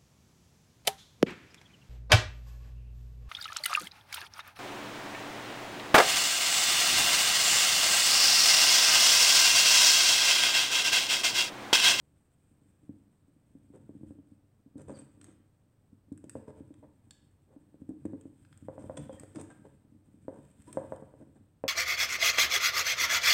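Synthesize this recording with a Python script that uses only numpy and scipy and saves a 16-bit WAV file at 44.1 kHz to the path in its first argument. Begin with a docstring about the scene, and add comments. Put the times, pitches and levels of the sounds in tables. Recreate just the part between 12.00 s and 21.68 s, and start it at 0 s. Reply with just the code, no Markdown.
"""Soft shuffling, hollow knocks, small ticks, scrapes and squeaks sound close by in a quiet room.
Two hands are working the struts (metal arms) of an old folding camera that stands on a table.
Fingers drag over its leather, and its hollow body knocks and rocks on the table top. Steel struts
stick and slip in their slides, catches and levers snap, and loose steel parts ring briefly."""
import sys
import numpy as np
from scipy import signal
from scipy.fft import rfft, irfft
from scipy.io import wavfile

SR = 44100
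rng = np.random.default_rng(int(sys.argv[2]) if len(sys.argv) > 2 else 0)


def wav_record(signal):
    """Record a signal, one row per channel, as 16-bit PCM in the file named by sys.argv[1]."""
    frames = np.transpose(np.atleast_2d(signal))
    bounded = np.clip(frames, -1, 1)
    # unit amplitude maps onto the largest positive 16-bit level
    quanta = np.round(bounded * 32767).astype(np.int16)
    wavfile.write(sys.argv[1], SR, quanta)


N = 426888
TAPS = 8192  # samples in one short ring

# the tones at which the steel struts and lens board ring: (pitch [Hz], width [Hz], level [dB])
STEEL_TONES = [(1520, 890, 10.5), (1920, 370, -17), (2500, 390, 3), (3125, 340, 0), (3526, 260, -1.5),
               (4190, 310, -10), (5040, 480, -7), (6100, 680, -11.5), (7580, 1340, -1), (8460, 770, -8),
               (9170, 1200, -15.5), (13240, 1600, -17.5)]


def undb(db):
    """Turn decibels into a number to multiply by."""
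    return 10 ** (np.asarray(db) / 20)


def unit(x):
    """Scale a sound to an average (rms) size of 1."""
    return x / np.sqrt(np.mean(x ** 2) + 1e-20)


def add(out, s, x):
    """Mix x into out, starting at s seconds."""
    i = max(int(s * SR), 0)
    out[i:i + len(x)] += x[:max(N - i, 0)]


def cut(x, hz, kind, order):
    """Keep the "low" part, the "high" part or one "band" of a sound."""
    return signal.sosfilt(signal.butter(order, np.clip(hz, 10, .45 * SR), kind, fs=SR, output="sos"), x)


def wobble(count, hz):
    """A random curve that wanders up and down, mostly slower than hz."""
    return unit(cut(rng.standard_normal(count), hz, "low", order=2))


def response(tones):
    """How an object rings after one tap: wider tones die sooner, and little sounds below the lowest."""
    t = np.arange(TAPS) / SR
    ring = sum(undb(db) * width * np.exp(-np.pi * width * t) * np.sin(2 * np.pi * hz * t)
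               for hz, width, db in tones)
    return cut(ring, .75 * tones[0][0], "high", order=3)


def slips(count, per_s, spread_db):
    """Surfaces stick and slip, making tiny jolts of uneven size at random moments."""
    hit = rng.random(count) < per_s / SR
    direction = rng.choice([-1, 1], count)
    return hit * direction * undb(spread_db * np.minimum(rng.exponential(size=count), 4))


def contact(x, hard_db, hard_hz=800, db_per_octave=5, soft_hz=245, roll_off=1.67, width_hz=160):
    """The body bounces like a weight on a spring: a harder contact rings its higher tones."""
    hz = min(soft_hz + hard_hz * 2 ** (hard_db / db_per_octave), 560)
    bounce = signal.lfilter(*signal.iirpeak(hz, hz / width_hz, fs=SR), x)
    return cut(bounce, roll_off * hz, "low", order=3)


def steel(jolts, colour_db=3, dull_hz=11500, split_hz=6000):
    """Jolts shake one spot on the steel, giving a bright top and a lower ring. 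No two spots are alike."""
    spot = response([(hz, width, db + colour_db * rng.standard_normal()) for hz, width, db in STEEL_TONES])
    damped = cut(spot, dull_hz, "low", order=2)  # fingers muffle the highest tones
    sound = signal.fftconvolve(jolts, damped)
    return cut(sound, split_hz, "high", order=3), cut(sound, split_hz, "low", order=4)


def hands(s):
    """How strongly the hands press and slide at the times s, in dB."""
    # how hard the hands press: (time [s], level [dB])
    pressing = [(0.0, -75), (0.89, -64), (1.53, -67), (1.97, -50), (2.64, -73), (2.86, -54), (3.74, -72.5),
                (4.42, -50.5), (5.2, -66.5), (5.8, -61.5), (6.04, -53.5), (6.36, -64), (6.66, -52),
                (6.87, -49.5), (7.98, -62.5), (8.9, -52), (9.46, -64), (9.68, -73.5)]
    # how briskly the fingers slide: (time [s], level [dB])
    sliding = [(0.0, -90), (0.4, -82.5), (1.4, -89), (2.02, -81), (2.8, -96.5), (2.94, -77.5), (3.59, -92),
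               (4.12, -94), (4.37, -75), (4.88, -89), (5.66, -87.5), (6.69, -79.5), (6.95, -73),
               (7.33, -72), (7.9, -87), (8.19, -85.5), (8.36, -76.5), (8.82, -72.5), (9.41, -88.5),
               (9.68, -94)]
    return [np.interp(s, *np.transpose(curve)) for curve in (pressing, sliding)]


def fidgets(per_s, scatter_db=4):
    """Small random touches of uneven strength: (time [s], pressing [dB], sliding [dB])."""
    when, size = rng.random((int(per_s * N / SR), 2)).T
    s = when * N / SR
    return zip(s, *(db + scatter_db * (2 * size - 1) for db in hands(s)))


def air(level_db=-68):
    """The quiet room makes a faint, steady noise."""
    # how that noise is spread from low to high: (pitch [Hz], relative level [dB])
    spectrum = [(25, -10.5), (60, -3), (100, 4), (300, -9.5), (500, -15), (1000, -23), (2500, -33),
                (6000, -39), (9000, -43.5), (15500, -39)]
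    hz, db = np.transpose(spectrum)
    all_hz = np.arange(N // 2 + 1) * SR / N + 1
    shape = undb(np.interp(np.log(all_hz), np.log(hz), db))
    return undb(level_db) * unit(irfft(rfft(rng.standard_normal(N)) * shape, N))


def fingers(body, rumble_db=-6, hiss_db=-5, skin_hz=300, grab_hz=12, grab_db=3):
    """Skin grabs and drags on leather and metal: a dull, uneven rumble under a faint scratchy hiss."""
    press_db, slide_db = hands(np.arange(N) / SR) + grab_db * wobble(N, grab_hz)
    on_leather = signal.fftconvolve(slips(N, per_s=450, spread_db=2), body)[:N]
    on_steel = signal.fftconvolve(slips(N, per_s=3000, spread_db=3), response(STEEL_TONES))[:N]
    rumble = unit(cut(on_leather, skin_hz, "low", order=3))
    hiss = unit(cut(on_steel, 2500, "high", order=1))
    return rumble * undb(press_db + rumble_db) + hiss * undb(slide_db + hiss_db)


def nudges(body, above_press_db=9.5):
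    """The fingers bump the body softly, louder as they press harder."""
    out, bump = np.zeros(N), contact(body, hard_db=-28.5)
    for s, press_db, _ in fidgets(per_s=8):
        add(out, s, undb(press_db + above_press_db) * bump / np.abs(bump).max())
    return out


def tick(top_db, low_db, chatter_s=0.0021):
    """A small steel part lets go and chatters for a few thousandths of a second."""
    t = np.arange(512) / SR
    chatter = rng.standard_normal(len(t)) * np.exp(-t / chatter_s)
    top, low = steel(chatter)
    return undb(top_db) * top / np.abs(top).max() + undb(low_db) * low / np.abs(low).max()


def rattles(above_slide_db=4.5):
    """Loose parts tick faintly as the fingers slide over them."""
    out = np.zeros(N)
    for s, _, slide_db in fidgets(per_s=6.5):
        add(out, s, tick(slide_db + above_slide_db, slide_db + above_slide_db))
    return out


def knocks(body, gain_db=-0.5, hard_bias_db=12, give_s=0.0018, rock_s=.0112, rebound=0.23,
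           shudder_db=-24, shudder_s=0.011):
    """A knock rings the body once the leather gives way; it shudders, then rocks back more weakly."""
    # the body hits the table: (time [s], level [dB], clack of the higher tones [dB])
    blows = [(0.891, -37.5, -74), (1.279, -53.5, -86.5), (1.55, -41, -77), (1.7, -45, -80),
             (1.891, -35, -62), (2.031, -35.5, -66.5), (2.105, -36.5, -64.5), (2.185, -39, -68),
             (2.317, -46.5, -86), (2.659, -46, -85), (2.754, -35.5, -73), (2.894, -33, -51),
             (3.926, -50.5, -93), (4.116, -31.5, -69), (4.239, -35, -61.5), (4.352, -27.5, -49),
             (4.479, -36.5, -59), (4.604, -36, -65.5), (4.704, -41.5, -69.5), (5.561, -42.5, -70.5),
             (5.741, -45, -70), (5.816, -36.5, -73), (5.889, -30, -63.5), (5.905, -35, -63.5),
             (6.051, -24, -52), (6.132, -27, -55.5), (6.253, -36.5, -64.5), (6.683, -27, -47.5),
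             (6.778, -33, -44), (6.84, -34, -58), (6.895, -27, -46.5), (7.093, -32, -52),
             (7.232, -38.5, -60.5), (7.386, -37.5, -53), (8.28, -25.5, -47), (8.77, -18.5, -38),
             (8.839, -37, -51), (8.92, -23.5, -42.5), (9.022, -37, -58), (9.137, -40.5, -63),
             (9.637, -20.5, -40.5)]
    out, t = np.zeros(N), np.arange(TAPS) / SR
    for s, db, clack_db in blows:
        blow = contact(body, clack_db - db + hard_bias_db, width_hz=137, roll_off=1.55)
        blow *= undb(db + gain_db) / np.abs(blow).max()
        shudder = slips(TAPS, per_s=910, spread_db=5) * np.exp(-t / shudder_s)
        add(out, s + give_s, blow + undb(shudder_db) * signal.fftconvolve(blow, shudder)[:TAPS])
        add(out, s + give_s + rock_s * rng.uniform(.96, 1.04), rebound * blow)
    return out


def scrapes(body, hiss_db=-7, ring_db=-1, slip_hz=9600, catch_hz=120, catch_db=3,
            hiss_from_db=-76.5, hiss_growth=0.18):
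    """Tiny jolts shake body and steel: short strut scrapes, a lever's chattering clack and a dull thud."""
    # bursts of jolts: (middle time [s], length [s], body shake [dB], hardness [dB], steel rasp [dB])
    bursts = [(1.754, 0.062, -52, -11.5, -79), (2.802, .07, -48.5, -13.5, -71.5),
              (2.907, 0.072, -42, -12.5, -68.5), (2.983, 0.11, -58, -10.5, -68.5),
              (3.273, .17, -58, -13.5, -75), (4.49, .042, -48, -9, -74), (4.584, 0.065, -58, -9.5, -79.5),
              (4.841, 0.046, -52, -10, -89), (5.524, 0.1, -64, -9.5, -93), (6.814, .08, -49, -14.5, -72),
              (6.975, .016, -43.5, -6, -53.5), (6.992, 0.051, -40.5, -20, -75),
              (7.145, 0.06, -56.5, -8.5, -70), (7.22, 0.077, -64.5, -3, -74),
              (7.36, 0.03, -37.5, -14.5, -64), (7.402, 0.058, -43, -11.5, -63),
              (7.512, .06, -56.5, -3, -71.5), (7.656, 0.037, -51, -9, -81), (8.355, 0.099, -52.5, -10, -80),
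              (8.691, 0.057, -52, -13, -69.5), (8.76, 0.076, -49, -13.5, -70),
              (9.215, 0.046, -49.5, -13, -82), (9.364, 0.044, -59, -10.5, -80.5)]
    out = np.zeros(N)
    for s, length, shake_db, hard_db, rasp_db in bursts:
        count = int(length * SR)
        catching = np.resize(wobble(TAPS, catch_hz), count)
        swell = np.sin(np.linspace(0, np.pi, count)) * undb(catch_db * catching)
        jolts = swell * np.resize(slips(TAPS, per_s=2500, spread_db=2), count)
        shake = contact(signal.fftconvolve(jolts, body), hard_db)
        top, low = steel(cut(jolts, slip_hz, "low", order=6))
        top_db = rasp_db + hiss_growth * (rasp_db - hiss_from_db)  # more force sounds brighter
        for part, db in ((shake, shake_db), (top, top_db + hiss_db), (low, rasp_db + ring_db)):
            add(out, s - length / 2, undb(db) * unit(part) * np.sqrt(count / 2 / len(part)))
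    return out


def catches(snap_db=-10, ring_db=13):
    """Catches and levers tick as the hands work them."""
    # each catch or lever letting go: (time [s], relative snap [dB], relative low ring [dB])
    releases = [(1.7596, -56, -86), (2.7804, -51, -76), (2.8175, -45, -78), (3.2134, -49, -65),
                (3.2427, -41.5, -65), (4.124, -53, -79), (4.1764, -44, -72), (4.2413, -50, -75),
                (4.2955, -33, -58), (4.7407, -59, -70.5), (5.1097, -40, -75), (5.8913, -54.5, -79),
                (6.0547, -46, -64), (6.2115, -47.5, -72), (6.4497, -86, -70), (6.5275, -71, -64),
                (6.5747, -45, -75), (7.197, -35, -65), (7.2338, -44, -66), (7.3584, -44, -58),
                (7.4133, -35, -72), (8.6205, -47, -75), (8.7283, -33, -64.5), (8.961, -50, -75)]
    out = np.zeros(N)
    for s, top_db, low_db in releases:
        add(out, s, tick(top_db + snap_db, low_db + ring_db))
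    return out


def squeaks(waver=0.025):
    """A dry strut or a fingertip slips and gives a short, wavering squeak."""
    # each squeak: (time [s], length [s], start pitch [Hz], end pitch [Hz], level [dB])
    whistles = [(2.935, 0.044, 4870, 4340, -66), (2.984, .02, 8360, 7800, -61.5),
                (7.103, 0.086, 3260, 3184, -67.5), (7.171, 0.04, 1897, 1830, -65),
                (8.67, 0.042, 930, 1020, -55)]
    out = np.zeros(N)
    for s, length, start_hz, end_hz, db in whistles:
        count = int(length * SR)
        hz = np.linspace(start_hz, end_hz, count) * (1 + waver * wobble(count, hz=500))
        swell = np.sin(np.linspace(0, np.pi, count))
        add(out, s, undb(db) * swell * np.sin(2 * np.pi * np.cumsum(hz) / SR))
    return out


def clinks():
    """Loose steel parts ring freely with pure tones that die away."""
    # each ringing tone: (time [s], pitch [Hz], time to fade by 60 dB [s], level [dB])
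    rings = [(3.245, 6500, 0.019, -57), (5.109, 4400, 0.029, -51.5), (5.109, 3600, 0.0076, -44.5),
             (5.109, 5100, 0.011, -54), (5.108, 7310, 0.012, -50), (5.109, 1700, 0.059, -64.5),
             (6.973, 3410, 0.024, -44), (7.505, 1584, 0.1, -56), (9.64, 2520, 0.0068, -45)]
    out, t = np.zeros(N), np.arange(TAPS) / SR
    for s, hz, fade_s, db in rings:
        add(out, s, undb(db) * np.sin(2 * np.pi * hz * t) * np.exp(-np.log(1000) * t / fade_s))
    return out


def room(x, first_wall_s=0.0025):
    """The echo builds up after the first wall, and each band of pitches fades at its own speed."""
    # the room's echo: (pitch [Hz], time to fade by 60 dB [s], level against the direct sound [dB])
    echo = [(94, 0.89, -18.5), (288, 0.44, -6), (630, 0.66, -7.5), (1970, 0.74, -3), (4860, 0.51, -7),
            (10300, 0.36, -8)]
    hz, fades, levels = np.transpose(echo)
    t, tail = np.arange(SR) / SR, 0
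    for low in 50 * 2 ** np.arange(0, 8.5, .5):
        high = low * np.sqrt(2)
        log_middle = np.log(low * high) / 2
        fade_s, echo_db = (np.interp(log_middle, np.log(hz), column) for column in (fades, levels))
        band = cut(rng.standard_normal(SR), [low, high], "band", order=3)
        band *= np.exp(-np.log(1000) * t / fade_s)
        band *= np.clip(t / first_wall_s - .5, 0, 1)
        tail = tail + unit(band) * undb(echo_db) * np.sqrt(2 * (high - low)) / SR
    return signal.fftconvolve(x, tail)[:N]


def scene():
    """All the sounds of handling the camera, with the room's echo and steady noise."""
    # the tones of the hollow body on the table top: (pitch [Hz], width [Hz], level [dB])
    body_tones = [(98.8, 5.7, 16.5), (143.7, 22, 11.5), (214.2, 28, 6), (285.7, 46, 3), (302.5, 66, -3),
                  (443.4, 43, -9.5), (546, 39, -7.5), (641, 49, -4.5), (778, 19, -9.5), (984, 15.7, 2.5),
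                  (1130, 200, -3), (1663, 330, 4.5), (1990, 193, 3.5)]
    body = response(body_tones)
    direct = knocks(body) + catches() + clinks() + scrapes(body) + squeaks()
    direct += fingers(body) + nudges(body) + rattles()
    return (direct + room(direct) + air())[None]


def record(dry, port_hz=8360, port_width_hz=450, port_db=11, top_hz=15750):
    """The microphone's small opening (its port) rings at a high pitch; the very top is cut off."""
    port = signal.lfilter(*signal.iirpeak(port_hz, port_hz / port_width_hz, fs=SR), dry)
    top_cut = signal.ellip(8, .2, 70, top_hz, fs=SR, output="sos")
    return signal.sosfilt(top_cut, dry + undb(port_db) * port)


dry = scene()
out = record(dry)
wav_record(out)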